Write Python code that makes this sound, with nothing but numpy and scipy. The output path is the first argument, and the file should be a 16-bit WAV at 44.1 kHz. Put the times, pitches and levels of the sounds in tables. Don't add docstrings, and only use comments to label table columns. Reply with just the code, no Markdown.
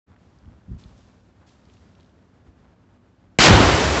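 import sys
import numpy as np
from scipy import signal
from scipy.fft import rfft, irfft
from scipy.io import wavfile
from scipy.ndimage import uniform_filter1d, minimum_filter1d

SR = 44100
rng = np.random.default_rng(int(sys.argv[2]) if len(sys.argv) > 2 else 0)


def write(x):
    x = np.atleast_2d(x).T
    wavfile.write(sys.argv[1], SR, np.round(np.clip(x, -1, 1) * 32767).astype(np.int16))


N = 176400
TIME, FREQS = np.arange(N) / SR, np.fft.rfftfreq(N, 1 / SR)
BLAST_S = 3.3873


def amp(db):
    return 10 ** (np.asarray(db) / 20)


def unit(x):
    return x / np.sqrt(np.mean(x ** 2) + 1e-20)


def equalised(x, eq):
    hz, db = np.transpose(eq)
    curve = amp(np.interp(np.log(FREQS + 1), np.log(hz), db))
    return unit(irfft(rfft(x) * curve, N))


def wander(rate_hz):
    return unit(irfft(rfft(rng.standard_normal(N)) / (1 + (FREQS / rate_hz) ** 4), N))


def turbulence(eq, flutter_db, flutter_hz):
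    return unit(equalised(rng.standard_normal(N), eq) * amp(flutter_db * wander(flutter_hz)))


def grains(eq, per_s, spread_db):
    size = amp(spread_db * np.minimum(rng.exponential(1, N), 4))
    clicks = rng.choice([-1, 1], N) * (rng.random(N) < per_s / SR)
    return equalised(size * clicks, eq)


def ragged(x, depth_db, patch_hz=350, patch_s=.02):
    spectrum = signal.stft(x, nperseg=512, noverlap=384)[2]
    eddies = rng.standard_normal(spectrum.shape)
    eddies = uniform_filter1d(eddies, round(patch_hz * 512 / SR), axis=0)
    eddies = uniform_filter1d(eddies, round(patch_s * SR / 128), axis=1)
    spectrum *= amp(depth_db * unit(eddies))
    return unit(signal.istft(spectrum, nperseg=512, noverlap=384)[1][:N])


def swell(start, attack, db, decay):
    age = TIME - start
    return np.clip(age / attack, 0, 1) * amp(db - decay * np.maximum(age - attack, 0))


def swells(cues):
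    return np.sqrt(sum(swell(*cue) ** 2 for cue in cues))


# f/Hz, level/dB
NIGHT_EQ = [(15, -41), (28, -18.5), (60, -2), (97, -0.5), (135, -7.5), (181, -8.5), (270, -9.5), (400, -15),
            (800, -21), (1500, -25.5), (2300, -32.5), (7500, -44)]
# f/Hz, level/dB
HUM_PARTIALS = [(96, -10.5), (184, -10.5), (245, -12)]
# t/s, level/dB
NIGHT_FADER = [(0, -56.5), (.9, -52.5), (1.3, -55), (1.9, -52.5), (2.5, -54.5), (3.35, -56)]


def night():
    hum = 0
    for hz, db in HUM_PARTIALS:
        pitch = hz * (1 + 0.0364 * wander(rate_hz=13.1))
        hum += amp(db) * np.sqrt(2) * np.sin(2 * np.pi * np.cumsum(pitch) / SR)
    bed = unit(turbulence(NIGHT_EQ, flutter_db=1.3, flutter_hz=16) + hum)
    return bed * amp(np.interp(TIME, *np.transpose(NIGHT_FADER)))


# t/s, attack/s, level/dB, decay/(dB/s)
PUFF_CUES = [(.42, 0.043, -43, 130), (.51, 0.011, -50, 152), (.668, .058, -29, 224), (.78, .1, -46.5, 130),
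             (1.0, 0.036, -53, 200), (2.46, 0.022, -56, 296)]
# f/Hz, level/dB
PUFF_EQ = [(15, -49), (45, 5.5), (90, 0.5), (190, -3.5), (300, -15.5), (480, -36), (1500, -63)]


def air_puffs():
    return swells(PUFF_CUES) * turbulence(PUFF_EQ, flutter_db=4.0, flutter_hz=48.7)


# t/s, attack/s, level/dB, decay/(dB/s)
RUSTLE_CUES = [(.16, 0.032, -73, 13), (.775, 0.023, -57, 170), (.82, 0.065, -65, 54), (.95, 0.024, -64, 43),
               (1.455, 0.028, -59.5, 106), (1.55, .19, -66.5, 31.5), (1.96, 0.056, -73, 64)]
SCUFF_CUES = [(.08, 0.038, -63, 73), (.37, 0.09, -63, 34), (.73, 0.083, -65.5, 47),
              (1.01, 0.09, -63.5, 120), (1.40, 0.028, -61.5, 56), (1.6, 0.065, -77.5, 22.5),
              (2.63, 0.022, -65.5, 100), (2.695, 0.013, -63, 220), (2.86, 0.017, -66.5, 130),
              (3.225, 0.018, -68, 142)]
# f/Hz, level/dB
RUSTLE_EQ = [(300, -27), (1500, -8), (3400, -1.5), (5000, -3), (7500, -7)]
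SCUFF_EQ = [(100, -22.5), (500, 7), (1500, 0.5), (2600, -11.5), (7500, -26)]


def undergrowth():
    rustles = swells(RUSTLE_CUES) * grains(RUSTLE_EQ, per_s=10000, spread_db=4.5)
    scuffs = swells(SCUFF_CUES) * grains(SCUFF_EQ, per_s=2000, spread_db=7)
    return rustles + scuffs


# t/s, peak level/dB, f/Hz, half-width/octaves
TWIG_CUES = [(0.163, -49.5, 1150, 0.63), (.3871, -57, 5000, .25), (0.457, -56, 2200, .6),
             (0.8376, -42.5, 3650, 0.29), (1.6537, -54, 3500, 0.55), (1.699, -50, 2000, 0.7),
             (1.7375, -52, 4000, 0.84), (1.7689, -52.5, 3170, .4), (1.9514, -52, 3000, 0.56),
             (1.9994, -53, 3290, 0.39), (2.007, -51, 3500, 0.47), (2.03, -56, 3500, 0.54),
             (2.046, -56, 3800, 0.46), (2.061, -59.5, 4500, .4), (2.095, -60, 3000, 0.35)]


def twigs(decay_s=0.0023):
    out, t = np.zeros(N), np.arange(2048) / SR
    for start, db, hz, octaves in TWIG_CUES:
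        band = signal.butter(2, [hz / 2 ** octaves, hz * 2 ** octaves], "band", fs=SR)
        snap = signal.lfilter(*band, rng.standard_normal(len(t)) * np.exp(-t / decay_s))
        out[round(start * SR):][:len(t)] += amp(db) * snap / abs(snap).max()
    return out


# t/s, peak level/dB, length/s
SHOCK_CUES = [(3.3876, -1, 0.00036), (3.3892, 4, 0.0019), (3.3956, 0, 0.00079)]
# attack/s, level/dB, decay/(dB/s)
BURST_ENVELOPE = (.0005, -10.5, 660)
# f/Hz, level/dB
BURST_EQ = [(25, -13.5), (130, 18), (400, 2), (1000, -12), (2000, 8), (4500, -6.5), (7500, -19)]


def shocks():
    out = swell(BLAST_S, *BURST_ENVELOPE) * equalised(rng.standard_normal(N), BURST_EQ)
    for start, db, length in SHOCK_CUES:
        age = np.maximum(TIME - start, 0) / length
        out -= amp(db) * (age > 0) * (1 - age) * np.exp(-age)
    return out


# f/Hz, level/dB
RUSH_EQ = [(25, -23), (130, -1), (300, -0.5), (700, -2.5), (1500, -1.5), (3000, -3.5), (4500, -4.5),
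           (7500, -12)]


def flame_rush(onset_db=-10.5, grow_s=0.087, grow_db_per_s=30.5, decay_db_per_s=332):
    age = np.maximum(TIME - BLAST_S, 0)
    growth = grow_db_per_s * np.minimum(age, grow_s)
    collapse = decay_db_per_s * np.maximum(age - grow_s, 0)
    hiss = turbulence(RUSH_EQ, flutter_db=0.16, flutter_hz=250)
    return (age > 0) * amp(onset_db + growth - collapse) * hiss


# t/s, attack/s, level/dB, decay/(dB/s), f/Hz
SURGE_CUES = [(3.475, 0.024, -8.5, 231, 180.9), (3.499, 0.011, -5.5, 197, 96.8),
              (3.549, 0.012, -16, 206, 158.4), (3.591, 0.01, -14.5, 300, 279.5),
              (3.725, 0.017, -19.5, 220, 76.3), (3.839, .025, -23, 64, 68.2)]
# f/Hz, level/dB
RUMBLE_EQ = [(15, -46), (38, -13.5), (62, 1), (100, -2.5), (160, -10), (300, -30), (900, -44)]


def boom():
    rumble = turbulence(RUMBLE_EQ, flutter_db=3, flutter_hz=15)
    out = swell(BLAST_S + .11, attack=0.069, db=-18.5, decay=13) * rumble
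    for start, attack, db, decay, hz in SURGE_CUES:
        pitch = hz * (1 + 0.222 * wander(rate_hz=70.4))
        cycles = np.cumsum(pitch * (TIME > start)) / SR
        out += swell(start, attack, db, decay) * np.sqrt(2) * np.sin(2 * np.pi * cycles)
    return out


# t/s, attack/s, level/dB, decay/(dB/s)
FLARE_CUES = [(3.44, 0.02, -12.5, 150.5), (3.59, 0.038, -18.5, 118), (3.685, 0.014, -20.5, 202),
              (3.785, 0.024, -22, 103), (3.87, 0.1, -24.5, 54)]
# f/Hz, level/dB
ROAR_EQ = [(25, -32), (80, -3), (250, -2), (360, 0.5), (480, -2.5), (1000, -5.5), (1800, -10),
           (3400, -14.5), (7500, -29)]
FLARE_EQ = [(100, -13), (450, 5), (800, 6), (1700, 2.5), (3200, -10), (7500, -28)]
CRACKLE_EQ = [(300, -30), (1200, -10), (3000, -3.5), (5000, -2.5), (7500, -7)]


def fire(start_s=BLAST_S + 0.037, attack_s=0.051):
    roar = ragged(turbulence(ROAR_EQ, flutter_db=0.04, flutter_hz=70), depth_db=1.5)
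    roar *= swell(start_s, attack_s, db=-9.5, decay=29)
    flares = swells(FLARE_CUES) * grains(FLARE_EQ, per_s=3000, spread_db=3.0)
    crackle = grains(CRACKLE_EQ, per_s=3100, spread_db=0.5)
    crackle *= swell(start_s, attack_s, db=-24.5, decay=4.5)
    return roar + flares + crackle


def scene():
    background = night() + air_puffs() + undergrowth() + twigs()
    return (background + shocks() + flame_rush() + boom() + fire())[None]


def record(dry, low_cut_hz=48, mic_top_hz=7850, ceiling_db=-.6, release_db_per_s=449, top_hz=9000):
    x = signal.oaconvolve(dry[0], signal.firwin(131, mic_top_hz, window=("kaiser", 8), fs=SR), "same")
    x = signal.lfilter(*signal.butter(4, low_cut_hz, "high", fs=SR), x)
    x *= np.clip((TIME - 0.064) / 0.034, 0, 1)
    over_db = np.maximum(20 * np.log10(abs(x) + 1e-9) - ceiling_db, 0)
    release_db = TIME * release_db_per_s
    gain = amp(release_db - np.maximum.accumulate(over_db + release_db))
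    gain = uniform_filter1d(minimum_filter1d(gain, size=13), size=13)
    high_cut = signal.firwin(151, top_hz, window=("kaiser", 5), fs=SR)
    return signal.oaconvolve(x * gain, high_cut, "same")[None]


dry = scene()
out = record(dry)
write(out)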